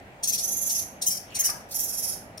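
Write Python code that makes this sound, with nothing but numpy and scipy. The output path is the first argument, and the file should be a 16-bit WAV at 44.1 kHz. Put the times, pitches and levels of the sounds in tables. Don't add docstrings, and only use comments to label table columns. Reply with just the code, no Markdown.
import sys
import numpy as np
from scipy import signal
from scipy.io import wavfile
from scipy.ndimage import uniform_filter1d

SR = 44100
rng = np.random.default_rng(int(sys.argv[2]) if len(sys.argv) > 2 else 0)


def output_pcm(signal):
    pcm = np.clip(np.atleast_2d(signal).T, -1, 1) * 32767
    wavfile.write(sys.argv[1], SR, np.round(pcm).astype(np.int16))


def gain_from_decibels(decibels):
    exponent = np.asarray(decibels, float) / 20
    return 10 ** exponent


N = 105840


def evened(x):
    return x / np.sqrt(np.mean(x ** 2) + 1e-20)


def read(points, hz):
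    point_hz, value = np.transpose(points)
    return np.interp(np.log(hz + 1), np.log(point_hz + 1), value)


def add(mix, start_s, sound):
    part = mix[round(start_s * SR):][:len(sound)]
    part += sound[:len(part)]


def resonate(x, centre_hz, width_hz):
    carrier = np.exp(2j * np.pi * np.cumsum(centre_hz * np.ones(len(x))) / SR)
    pole = np.exp(-np.pi * width_hz / SR)
    base = signal.lfilter([(1 - pole) ** 2], [1, -2 * pole, pole * pole], x / carrier + 1e-18)
    return 2 * (carrier * base).real


def ring(t, level_db, ring_hz, t60_s):
    return gain_from_decibels(level_db - 60 * t / t60_s) * np.sin(2 * np.pi * ring_hz * t)


def room(x):
    # hz, t60_s
    wall_decay = [(1000, .4), (3000, .42), (5300, .35), (10000, .32), (15000, .3)]
    length, spacing = SR // 2, 10
    taps = np.zeros((2, length))
    slots = np.arange(100, length - spacing, spacing)
    at = slots + rng.integers(0, spacing, (2, (length - 101) // spacing))
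    np.put_along_axis(taps, at, rng.choice([-1., 1.], at.shape), 1)
    hz, t, spectrum = signal.stft(taps, SR, nperseg=128)
    decay = gain_from_decibels(-60 * t / read(wall_decay, hz)[:, None])
    tail = signal.istft(spectrum * decay, SR, nperseg=128)[1]
    return signal.fftconvolve(x, tail / np.linalg.norm(tail[0]), axes=1)[:, :N]


def air():
    # hz, density_db_per_hz
    air_spectrum = [(30, -14), (50, -3), (200, -3), (430, -8), (680, -2.5), (1100, -17), (2300, -17),
                    (3700, -30), (16000, -43)]
    # hz, correlation
    likeness = [(60, .95), (300, .88), (640, .75), (1100, -.1), (1500, -.3), (3000, 0)]
    # centre_hz, rms_db, width_hz
    hum_bands = [(100, -63, 6), (200, -61, 10)]
    frames, hz = N // 256 + 5, np.fft.rfftfreq(1024, 1 / SR)
    a, b, c, d, patches = rng.standard_normal((frames, 513, 5)).T
    patches = uniform_filter1d(uniform_filter1d(patches, 10, 0), 12, 1)
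    same = np.clip(read(likeness, hz), -1, 1)[:, None]
    left = a + 1j * b
    right = same * left + np.sqrt(1 - same ** 2) * (c + 1j * d)
    gain = gain_from_decibels(read(air_spectrum, hz)[:, None] + 1.2 * evened(patches)) / np.sqrt(1 + same)
    wash = signal.istft(np.array([left, right]) * gain, nperseg=1024, noverlap=768)[1][:, :N]
    wash = gain_from_decibels(-48) * wash / np.std(wash.mean(0))
    hum = sum(gain_from_decibels(rms_db) * evened(resonate(rng.standard_normal(N), centre_hz, width_hz))
              for centre_hz, rms_db, width_hz in hum_bands)
    whine_hz, whine_rms_db = 795, -62
    whine = gain_from_decibels(whine_rms_db + 3) * np.sin(2 * np.pi * whine_hz * np.arange(N) / SR)
    return wash + hum + whine


def wing():
    # time_s, centre_hz, level_db
    swish_path = [
        (1.27, 3300, -66),
        (1.32, 2900, -51),
        (1.38, 2300, -46),
        (1.44, 1800, -46),
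        (1.5, 1600, -47),
        (1.57, 950, -51),
        (1.68, 900, -68),
    ]
    # start_s, level_db, ring_hz, t60_s, left_over_right_db
    knocks = [(1.492, -27, 1200, .03, 4), (1.4925, -30, 1650, .06, 2), (1.4922, -30, 2400, .01, 2),
              (1.493, -33, 800, .015, 3), (1.5, -44, 950, .3, 2), (1.492, -44, 180, .08, 0),
              (1.305, -45, 4400, .015, 2), (1.306, -45, 7000, .012, 2), (1.09, -44, 200, .12, 0),
              (1.313, -48, 7400, .01, 2), (1.24, -50, 5700, .03, 2)]
    time_s, path_hz, path_db = np.transpose(swish_path)
    t = np.arange(N) / SR
    centre_hz = np.interp(t, time_s, path_hz)
    swish = [evened(resonate(noise, centre_hz, 1000)) for noise in rng.standard_normal((2, N))]
    out = np.array(swish) * gain_from_decibels(np.interp(t, time_s, path_db, -120, -120))
    for start_s, level_db, ring_hz, t60_s, pan_db in knocks:
        knock = ring(t[:SR // 4], level_db, ring_hz, t60_s)
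        add(out[0], start_s, knock * gain_from_decibels(pan_db / 2))
        add(out[1], start_s + .0003, knock * gain_from_decibels(-pan_db / 2))
    return out + gain_from_decibels(-5) * room(out)


def clicks():
    # start_s, level_db
    click_times = [
        (2.3776, -33),
        (2.38, -31),
        (2.3822, -31),
    ]
    # ring_hz, level_db, t60_s
    mouth_modes = [(5500, 0, .008), (9200, -3, .006), (15500, -14, .004), (12000, -16, .004)]
    t = np.arange(1000) / SR
    click = sum(ring(t, level_db, ring_hz, t60_s) for ring_hz, level_db, t60_s in mouth_modes)
    out = np.zeros(N)
    for start_s, level_db in click_times:
        add(out, start_s, gain_from_decibels(level_db) * click)
    out = out * gain_from_decibels([[3], [-3]])
    return out + gain_from_decibels(-8) * room(out)


def syllable(length_s, level_db, top_hz, mouth, throat, rough, arch, jitter):
    u = np.linspace(0, 1, round(length_s * SR))
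    wobble, hiss, lumps = rng.standard_normal((3, 4096))[:, :len(u)]
    shut = (2 * u ** 1.15 - 1) ** 2
    wobble = evened(uniform_filter1d(wobble, size=60))
    turns = np.cumsum(top_hz * (1 - arch * shut) * (1 + jitter * wobble)) / SR
    pulses = sum(np.cos(2 * np.pi * k * turns + .08 * k * k) for k in range(2, round(SR / 2.4 / top_hz)))
    gated_hiss = (.4 + np.exp(-(turns % 1) / .3)) * hiss
    drive = (1 - rough) * evened(pulses) + rough * evened(gated_hiss)

    rise, fall = .33, .5
    shape = np.sin(np.pi / 2 * np.clip(np.minimum(u / rise, (1 - u) / fall), 0, 1))
    effort = evened(uniform_filter1d(uniform_filter1d(lumps, size=130), size=90))
    shape = shape * gain_from_decibels(1.1 * effort)
    out = 0
    for k, (centre_hz, width_hz, band_db, pan_db, sweep) in enumerate(throat):
        band = evened(resonate(drive, centre_hz * mouth * (1 - sweep * shut), width_hz))
        out = out + (-1) ** k * gain_from_decibels(band_db) * gain_from_decibels([[pan_db / 2], [-pan_db / 2]]) * band
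    return gain_from_decibels(level_db) * shape * evened(out)


def bat(calls, throat, rough, arch, jitter, left_lag_s, room_db):
    # delay_s, level_db
    near_echoes = [(.0011, -5), (.0023, -7), (.0037, -8), (.0058, -9)]
    out = np.zeros((2, N))
    for start_s, *call in calls:
        left, right = syllable(*call, throat, rough, arch, jitter)
        add(out[0], start_s + max(left_lag_s, 0), left)
        add(out[1], start_s + max(-left_lag_s, 0), right)
    near = np.zeros((2, N))
    for delay_s, level_db in near_echoes:
        near[0] += gain_from_decibels(level_db) * np.roll(out[0], round(delay_s * SR))
        near[1] -= gain_from_decibels(level_db) * np.roll(out[1], round(1.3 * delay_s * SR))
    return out + near + gain_from_decibels(room_db) * room(out)



def puffs():
    puff_calls = [
        (1.31, .04, -60, 700, 1.1),
        (1.684, .03, -54, 700, 1.0),
        (1.706, .034, -38, 680, 1.0),
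        (2.372, .01, -52, 700, 1.0),
    ]
    puff_throat = [(4300, 1800, -5, -1, .03), (6000, 2000, 0, -2, .03), (9000, 3000, -3, -4, .03),
                   (12000, 3000, -1, -4, .03), (15000, 2500, -1, -3, .02)]
    return bat(puff_calls, puff_throat, rough=.85, arch=.03, jitter=.1, left_lag_s=-.0001, room_db=-3)


def second_trill():
    again_calls = [
        (1.737, .04, -30, 660, 1.01),
        (1.784, .036, -28.5, 668, 1.03),
        (1.824, .036, -31.5, 675, 1.05),
        (1.874, .045, -34, 660, 1.0),
        (1.922, .042, -33.5, 655, .98),
        (1.968, .042, -31.5, 655, 1.0),
        (2.02, .044, -30.5, 652, .98),
        (2.068, .042, -31.5, 648, .97),
        (2.114, .035, -38, 640, .95),
    ]
    again_throat = [(3700, 2200, -21, -2, .03), (4800, 900, -22, -2, .05), (5700, 800, -5, -1, .05),
                    (7000, 1100, -9, -5, .06), (8400, 1500, -16, -4, .04), (10000, 1400, -7, -5, .05),
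                    (11700, 1400, -1, -7, .16), (14500, 2600, -11, -7, .04)]
    return bat(again_calls, again_throat, rough=.42, arch=.07, jitter=.022, left_lag_s=.0001, room_db=2.5)


def first_trill():
    trill_calls = [(.4, .025, -34, 645, .94), (.424, .04, -29, 662, .98), (.471, .036, -30, 670, .99),
                   (.508, .044, -30, 682, 1.0), (.559, .044, -31, 686, 1.02),
                   (.607, .042, -28.5, 682, 1.01), (.652, .04, -29.5, 676, 1.0), (.71, .036, -29, 668, 1.0),
                   (.75, .024, -29, 655, .97), (.772, .036, -30.5, 648, .98), (.816, .02, -39, 640, .97)]
    trill_throat = [(3600, 2400, -24, -1, .03), (6400, 750, 0, -2.5, .025), (8300, 2000, -18, -4, .03),
                    (10500, 1100, -6, -7, .04), (12300, 1600, -4, -7, .18), (14200, 2000, -12, -5, .05)]
    return bat(trill_calls, trill_throat, rough=.36, arch=.04, jitter=.013, left_lag_s=-.0001, room_db=1.5)


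def rasps():
    rasp_calls = [(.232, .016, -26, 800, 1.03), (.226, .045, -33, 800, .95), (.272, .01, -31, 800, 1.0),
                  (.28, .04, -38, 800, .72), (.325, .045, -39, 800, .68), (.69, .022, -33, 750, 1.2),
                  (.788, .018, -39, 700, .76), (.377, .03, -33, 700, .8), (.688, .035, -35, 750, .9),
                  (1.016, .015, -28, 780, .97), (1.012, .045, -34, 780, .95), (1.35, .016, -30, 820, .95),
                  (1.342, .045, -34, 820, .95), (2.386, .013, -50, 800, .85)]
    rasp_throat = [(3000, 1500, -21, 0, .05), (4300, 1400, -11, 0, .05), (6200, 1400, -1, 1, .05),
                   (9500, 2400, 0, 1, .08), (14800, 2400, -11, 1, .05)]
    return bat(rasp_calls, rasp_throat, rough=.8, arch=.05, jitter=.2, left_lag_s=-.0002, room_db=-3.5)


def screeches():
    screech_calls = [(.27, .044, -25.5, 900, 1.03), (.318, .05, -26.5, 850, .97),
                     (.376, .03, -30, 720, .92), (.69, .04, -30, 760, 1.0), (.743, .035, -31, 700, .95),
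                     (1.058, .042, -22, 1050, 1.05), (1.095, .05, -29, 800, .94),
                     (1.143, .022, -34, 800, .95), (1.168, .016, -34, 760, .9),
                     (1.386, .038, -23, 1080, 1.06), (1.436, .044, -22, 1000, .95),
                     (1.474, .016, -30, 900, .92), (1.496, .011, -27, 900, .9)]
    screech_throat = [(2700, 2000, -27, 1, .05), (4000, 1600, -20, 1, .05), (5100, 800, -17, 1, .06),
                      (6150, 850, 0, 2.5, .08), (8000, 1800, -12, 1, .06), (10600, 1500, -3.5, -1, .12),
                      (12800, 2200, -5, 1, .08), (15200, 2200, -10, 3, .03)]
    return bat(screech_calls, screech_throat, rough=.34, arch=.09, jitter=.02, left_lag_s=-.0004,
               room_db=-4.5)


def scene():
    background = air() + wing() + clicks()
    right_bat = first_trill() + second_trill()
    near_bat = puffs() + rasps() + screeches()
    return background + right_bat + near_bat


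def top_cut(x):
    return signal.sosfilt(signal.butter(12, 16450, fs=SR, output="sos"), x)


def record(dry):
    bass_cut = signal.butter(2, 32, "high", fs=SR, output="sos")
    band_limit = signal.firwin(1023, 15850, window=("kaiser", 9), fs=SR)
    mix = signal.oaconvolve(signal.sosfilt(bass_cut, dry), band_limit[None], "same")
    return top_cut(mix)


dry = scene()
out = record(dry)
output_pcm(out)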